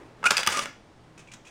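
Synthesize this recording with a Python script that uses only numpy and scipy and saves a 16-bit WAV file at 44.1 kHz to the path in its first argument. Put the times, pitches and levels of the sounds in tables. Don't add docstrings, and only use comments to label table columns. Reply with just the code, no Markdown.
import sys
import numpy as np
from scipy import signal
from scipy.fft import rfft, irfft, next_fast_len
from scipy.io import wavfile
from scipy.ndimage import map_coordinates

SR = 44100
rng = np.random.default_rng(int(sys.argv[2]) if len(sys.argv) > 2 else 0)


def persist_wave(psi):
    counts = np.round(np.clip(psi, -1, 1) * 32767).astype(np.int16)
    wavfile.write(sys.argv[1], SR, np.atleast_2d(counts).T)


N = 66150
T = np.arange(N) / SR

# start_s, ring_db, tilt_db_per_octave, crack_db, knock_db, crack_t60_s
CLACK_HITS = [(.2296, -40, -11.5, -51, -37, 0.043), (0.2411, -33, -10, -32.5, -31.5, 0.058),
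              (0.3058, -24, -2.5, -21.5, -50, 0.039), (0.3079, -14.5, -2, -10.5, -27, 0.011),
              (0.3097, -14, 1, -24, -25.5, 0.0055), (0.3181, -25.5, -4.5, -22, -27, 0.0086),
              (0.3719, -21.5, 0, -17, -45, .02), (0.3799, -17.5, 3.5, -19, -37, .016),
              (.3902, -26.5, -6, -27, -28.5, 0.026), (0.432, -21.5, 3.5, -26, -42.5, 0.0249),
              (0.4647, -25.5, -3.5, -21.5, -44, 0.018), (.4730, -17.5, -1, -12, -25, 0.014),
              (.4748, -23, 8.5, -10, -29, 0.0079), (0.4892, -21.5, 4, -37, -31.5, .0084),
              (.5717, -23.5, 3, -23.5, -28, 0.032), (0.5921, -22, 6.5, -24.5, -32.5, 0.029),
              (.6570, -28, -2.5, -32, -36.5, 0.014)]
# start_s, level_db
CLINK_HITS = [(0.369, -9), (.3798, -12.5), (.4316, -28.5), (0.474, -15.5)]
# start_s, length_s, pitch_hz, glide_percent, level_db, octave_db, roughness
SQUEAK_BURSTS = [(0.239, 0.017, 1325, -2.5, -25, -11, 0.34), (0.2559, 0.012, 1403, 3.5, -15, -14, 0.23),
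                 (0.266, 0.0098, 2440, 2.5, -15.5, -23.5, 0.37), (.254, 0.022, 2160, 2.5, -27, -29.5, 0.83),
                 (.271, 0.013, 1452, -2.5, -29.5, -27.5, 0.1), (.284, .012, 1430, -0.5, -28, -31, .2),
                 (0.4722, 0.011, 1216, -0.5, -20, -15, 0.2), (0.54, 0.029, 1204, 2.5, -28.5, -18, 0.28),
                 (0.575, .026, 1190, 2.5, -26.5, -39, 0.3)]
# start_s, length_s, level_db
SCRAPE_STROKES = [(0.255, 0.019, -22.5), (0.313, 0.012, -27.5), (0.391, 0.022, -32), (0.497, 0.035, -33),
                  (0.521, .075, -32), (0.599, 0.044, -36)]
# start_s, hiss_db, ping_db, hiss_t60_s
TICK_GRAZES = [(1.177, -42, -50, 0.047), (1.191, -48.5, -50.5, 0.15), (1.274, -53.5, -51, 0.055),
               (1.286, -62, -49, 0.12), (1.316, -42, -44.5, 0.073), (1.3352, -36, -52, 0.049),
               (1.449, -52.5, -53, 0.21), (1.468, -53.5, -48, 0.28)]
# freq_hz, level_db, t60_s
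SHELL_MODES = [(924, -7, 0.02), (1307, -7, 0.05), (1461, -5, 0.036), (1632, -0.5, 0.019),
               (2140, -0.5, 0.024), (2680, 1, 0.01), (2970, -4.5, 0.04), (3399, -5.5, 0.044),
               (4820, -8, 0.022), (6040, -6, 0.012)]
BASE_MODES = [(211, -10, 0.062), (420, -4.5, 0.024), (554, -1.5, .035), (883, -1, 0.032),
              (1138, 0.5, 0.034)]
SLOT_MODES = [(2545, -2.5, 0.015), (4817, -0.5, 0.012), (8200, -11.5, .007), (11000, -7, 0.0045)]
WALL_MODES = [(2364, -3, 0.044), (2528, 1, 0.064), (2710, -4, .05), (3300, -8, 0.035)]
# freq_hz, density_db
CRACK_SPECTRUM = [(300, -21.5), (1200, -1), (2500, -0.5), (4100, -1), (5000, 0), (7000, -1), (9200, -5.5),
                  (13500, -10), (15700, -14)]
SCRAPE_SPECTRUM = [(35, -31), (200, -6), (600, -1), (1300, 0.5), (2600, 2), (4100, -4.5), (5200, -3),
                   (9500, -6), (13200, -17.5), (16000, -18)]
TICK_SPECTRUM = [(600, -8), (1800, 2.5), (3400, 3), (4400, -4.5), (6500, 3), (9000, -6.5), (13300, -17.5),
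                 (16000, -14)]
RUB_SPECTRUM = [(100, -16), (350, 7), (600, -3), (2400, -14), (4000, -27), (14000, -35)]
LET_GO_SPECTRUM = [(70, -16), (160, -13), (245, 2.5), (340, -19), (600, -16), (1200, -30), (5000, -80)]
ROOM_TONE_SPECTRUM = [(25, -6), (90, -6.5), (135, -5), (190, -4.5), (310, -8), (850, -11.5), (1300, -16.5),
                      (5000, -29), (9300, -37), (16000, -45)]
# time_s, level_db
RUB_ENVELOPE = [(0, -47), (.08, -52), (.16, -58.5), (.23, -49.5)]
# freq_hz, level_db
HUM_TONES = [(120, -64.5), (156, -65.5), (325, -69.5), (3435, -84)]
# freq_hz, t60_s
TAIL_DECAY = [(150, 0.12), (600, 0.17), (2000, 0.328), (6000, 0.38), (10000, 0.19), (13000, 0.2754)]
# freq_hz, gain_db
TAIL_COLOUR = [(100, 5.5), (220, 3), (500, 3.5), (1400, 2), (3000, -3.5), (7000, -5.5), (14000, -2)]
# freq_hz, gain_db
MIC_RESPONSE = [(9500, -1), (10800, -7.5), (11800, -17.5), (13300, -3.5), (14800, -12.5), (15700, -10.5)]

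STRIKE_ATTACK_S, SOFT_ATTACK_S = 0.000072, 0.002
STRIKE_DETUNE = 0.0017
LN_1000 = np.log(1000)


def clacks():
    blows, impulses = np.zeros(N + SR), np.zeros(N)
    t = np.arange(SR // 10) / SR
    attack = 1 - np.exp(-t / STRIKE_ATTACK_S)
    crack = noise(CRACK_SPECTRUM)
    hz, mode_db, mode_t60_s = np.transpose(SHELL_MODES)[:, :, None]
    for start_s, ring_db, tilt_db, crack_db, knock_db, crack_t60_s in CLACK_HITS:
        spread, tune, polarity = rng.standard_normal((3, len(SHELL_MODES), 1))
        gain = np.sign(polarity) * amp(mode_db + tilt_db * np.log2(hz / hz.mean()) - 1.5 * spread)
        contact_t60_s = 3.14 * crack_t60_s
        decay = np.exp(-LN_1000 * t * (1 / mode_t60_s + 1 / contact_t60_s))
        modes = gain * decay * np.cos(2 * np.pi * hz * (1 + STRIKE_DETUNE * tune) * t)
        blows[round(start_s * SR):][:len(t)] += amp(ring_db) * modes.sum(0) * attack
        blows[:N] += amp(crack_db) * crack * fade(start_s, STRIKE_ATTACK_S, crack_t60_s)
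        blows[:N] += amp(knock_db) * ring(BASE_MODES, start_s)
        impulses[round((start_s + STRIKE_ATTACK_S) * SR)] = amp(crack_db + 1)
    snaps = filtered(impulses, lambda hz: amp(along(CRACK_SPECTRUM, hz)))
    low_cut = signal.butter(2, 149, "high", fs=SR, output="sos")
    return signal.sosfilt(low_cut, blows[:N] + snaps)


def clinks():
    return sum(amp(db) * ring(SLOT_MODES, start_s) for start_s, db in CLINK_HITS)


def squeaks():
    out = np.zeros(N)
    jitter, swell_db = 0.072 * wobble(rate_hz=600), 3 * wobble(rate_hz=250)
    for start_s, length_s, pitch_hz, glide_percent, db, octave_db, roughness in SQUEAK_BURSTS:
        glide = glide_percent / 100 * np.clip((T - start_s) / length_s, 0, 1)
        hz = pitch_hz * (1 + glide + roughness * jitter)
        phase = 2 * np.pi * np.cumsum(hz * (T > start_s)) / SR
        tone = np.sin(phase) + amp(octave_db) * np.sin(2 * phase)
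        envelope = gate(start_s, length_s, attack_s=0.0022, release_s=0.006)
        out += np.sqrt(2) * amp(db + roughness * swell_db) * tone * envelope
    return out


def scrapes():
    envelope = sum(amp(db) * gate(start_s, length_s, attack_s=0.0011, release_s=0.008)
                   for start_s, length_s, db in SCRAPE_STROKES)
    grains = noise(SCRAPE_SPECTRUM) * amp(1.5 * wobble(rate_hz=700))
    return envelope * unit(grains)


def ticks():
    out, hiss = np.zeros(N), noise(TICK_SPECTRUM)
    for start_s, hiss_db, ping_db, hiss_t60_s in TICK_GRAZES:
        out += amp(hiss_db) * hiss * fade(start_s, SOFT_ATTACK_S, hiss_t60_s)
        out += amp(ping_db) * ring(WALL_MODES, start_s, detune=0.023)
    return out


def table_thump(start_s=0.473, pitch_hz=86, level_db=-40):
    tone = np.sin(2 * np.pi * pitch_hz * (T - start_s))
    return amp(level_db) * tone * fade(start_s, SOFT_ATTACK_S, t60_s=0.21)


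def hand():
    time_s, db = np.transpose(RUB_ENVELOPE)
    rub = np.interp(T, time_s, amp(db), right=0) * noise(RUB_SPECTRUM)
    let_go = amp(-38) * noise(LET_GO_SPECTRUM) * fade(start_s=0.61, attack_s=0.017, t60_s=0.34)
    return rub + let_go


def room_tail(x, delay_s=0.0043, build_s=0.0034, hop_s=0.1):
    out, hop = np.zeros(2 * N), round(hop_s * SR)
    hz, t, _ = signal.stft(np.zeros(SR // 2), SR, nperseg=256)
    decay = np.exp(-LN_1000 * t / along(TAIL_DECAY, hz)[:, None])
    colour = amp(along(TAIL_COLOUR, hz))[:, None]
    for start in range(0, N, hop):
        white = signal.stft(rng.standard_normal(SR // 2), SR, nperseg=256)[2]
        tail = signal.istft(white * decay * colour, SR, nperseg=256)[1]
        tail *= np.clip((T[:len(tail)] - delay_s) / build_s, 0, 1)
        piece = x[start:start + 2 * hop]
        window = np.sin(np.pi * np.arange(len(piece)) / (2 * hop))
        wet = signal.fftconvolve(piece * window, tail / np.linalg.norm(tail))
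        out[start:start + len(wet)] += wet
    return out[:N]


def room_tone(waver_db=4, floor_db=-53.5):
    hum = sum(np.sqrt(2) * amp(db + waver_db * wobble(rate_hz=5.75)) * np.sin(2 * np.pi * hz * T)
              for hz, db in HUM_TONES)
    return hum + amp(floor_db) * noise(ROOM_TONE_SPECTRUM)


def ring(modes, start_s, detune=STRIKE_DETUNE):
    out = np.zeros(N)
    spread, polarity, tune = rng.standard_normal((3, len(modes)))
    for k, (hz, db, t60_s) in enumerate(modes):
        gain = np.sign(polarity[k]) * amp(db + 0.5 * spread[k])
        tone = np.sin(2 * np.pi * hz * (1 + detune * tune[k]) * (T - start_s))
        out += gain * tone * fade(start_s, STRIKE_ATTACK_S, t60_s)
    return out


def amp(db):
    return 10 ** (np.asarray(db) / 20)


def unit(x):
    return x / np.sqrt(np.mean(x ** 2) + 1e-20)


def along(points, hz):
    knots_hz, values = np.transpose(points)
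    return np.interp(np.log(hz + 1), np.log(knots_hz + 1), values)


def filtered(x, response):
    size = next_fast_len(N + SR // 4)
    return irfft(rfft(x, size) * response(np.fft.rfftfreq(size, 1 / SR)), size)[:N]


def noise(spectrum):
    return unit(filtered(rng.standard_normal(N), lambda hz: amp(along(spectrum, hz))))


def wobble(rate_hz):
    return map_coordinates(rng.standard_normal(4096), [T * rate_hz], mode="wrap")


def fade(start_s, attack_s, t60_s):
    t = np.maximum(T - start_s, 0)
    return (1 - np.exp(-t / attack_s)) * np.exp(-np.minimum(LN_1000 * t / t60_s, 50))


def gate(start_s, length_s, attack_s, release_s):
    rise = np.clip((T - start_s) / attack_s, 0, 1)
    return rise * np.clip((start_s + length_s - T) / release_s + 0.5, 0, 1)


def scene():
    rattle = clacks() + clinks() + scrapes() + ticks()
    squeal = squeaks()
    send = amp(-7) * rattle + amp(-13) * squeal
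    return (rattle + squeal + table_thump() + room_tail(send) + hand() + room_tone())[None]


def record(dry):
    top_hz = 16100
    return filtered(dry[0], lambda hz: amp(along(MIC_RESPONSE, hz)) * (hz < top_hz))[None]


dry = scene()
out = record(dry)
persist_wave(out)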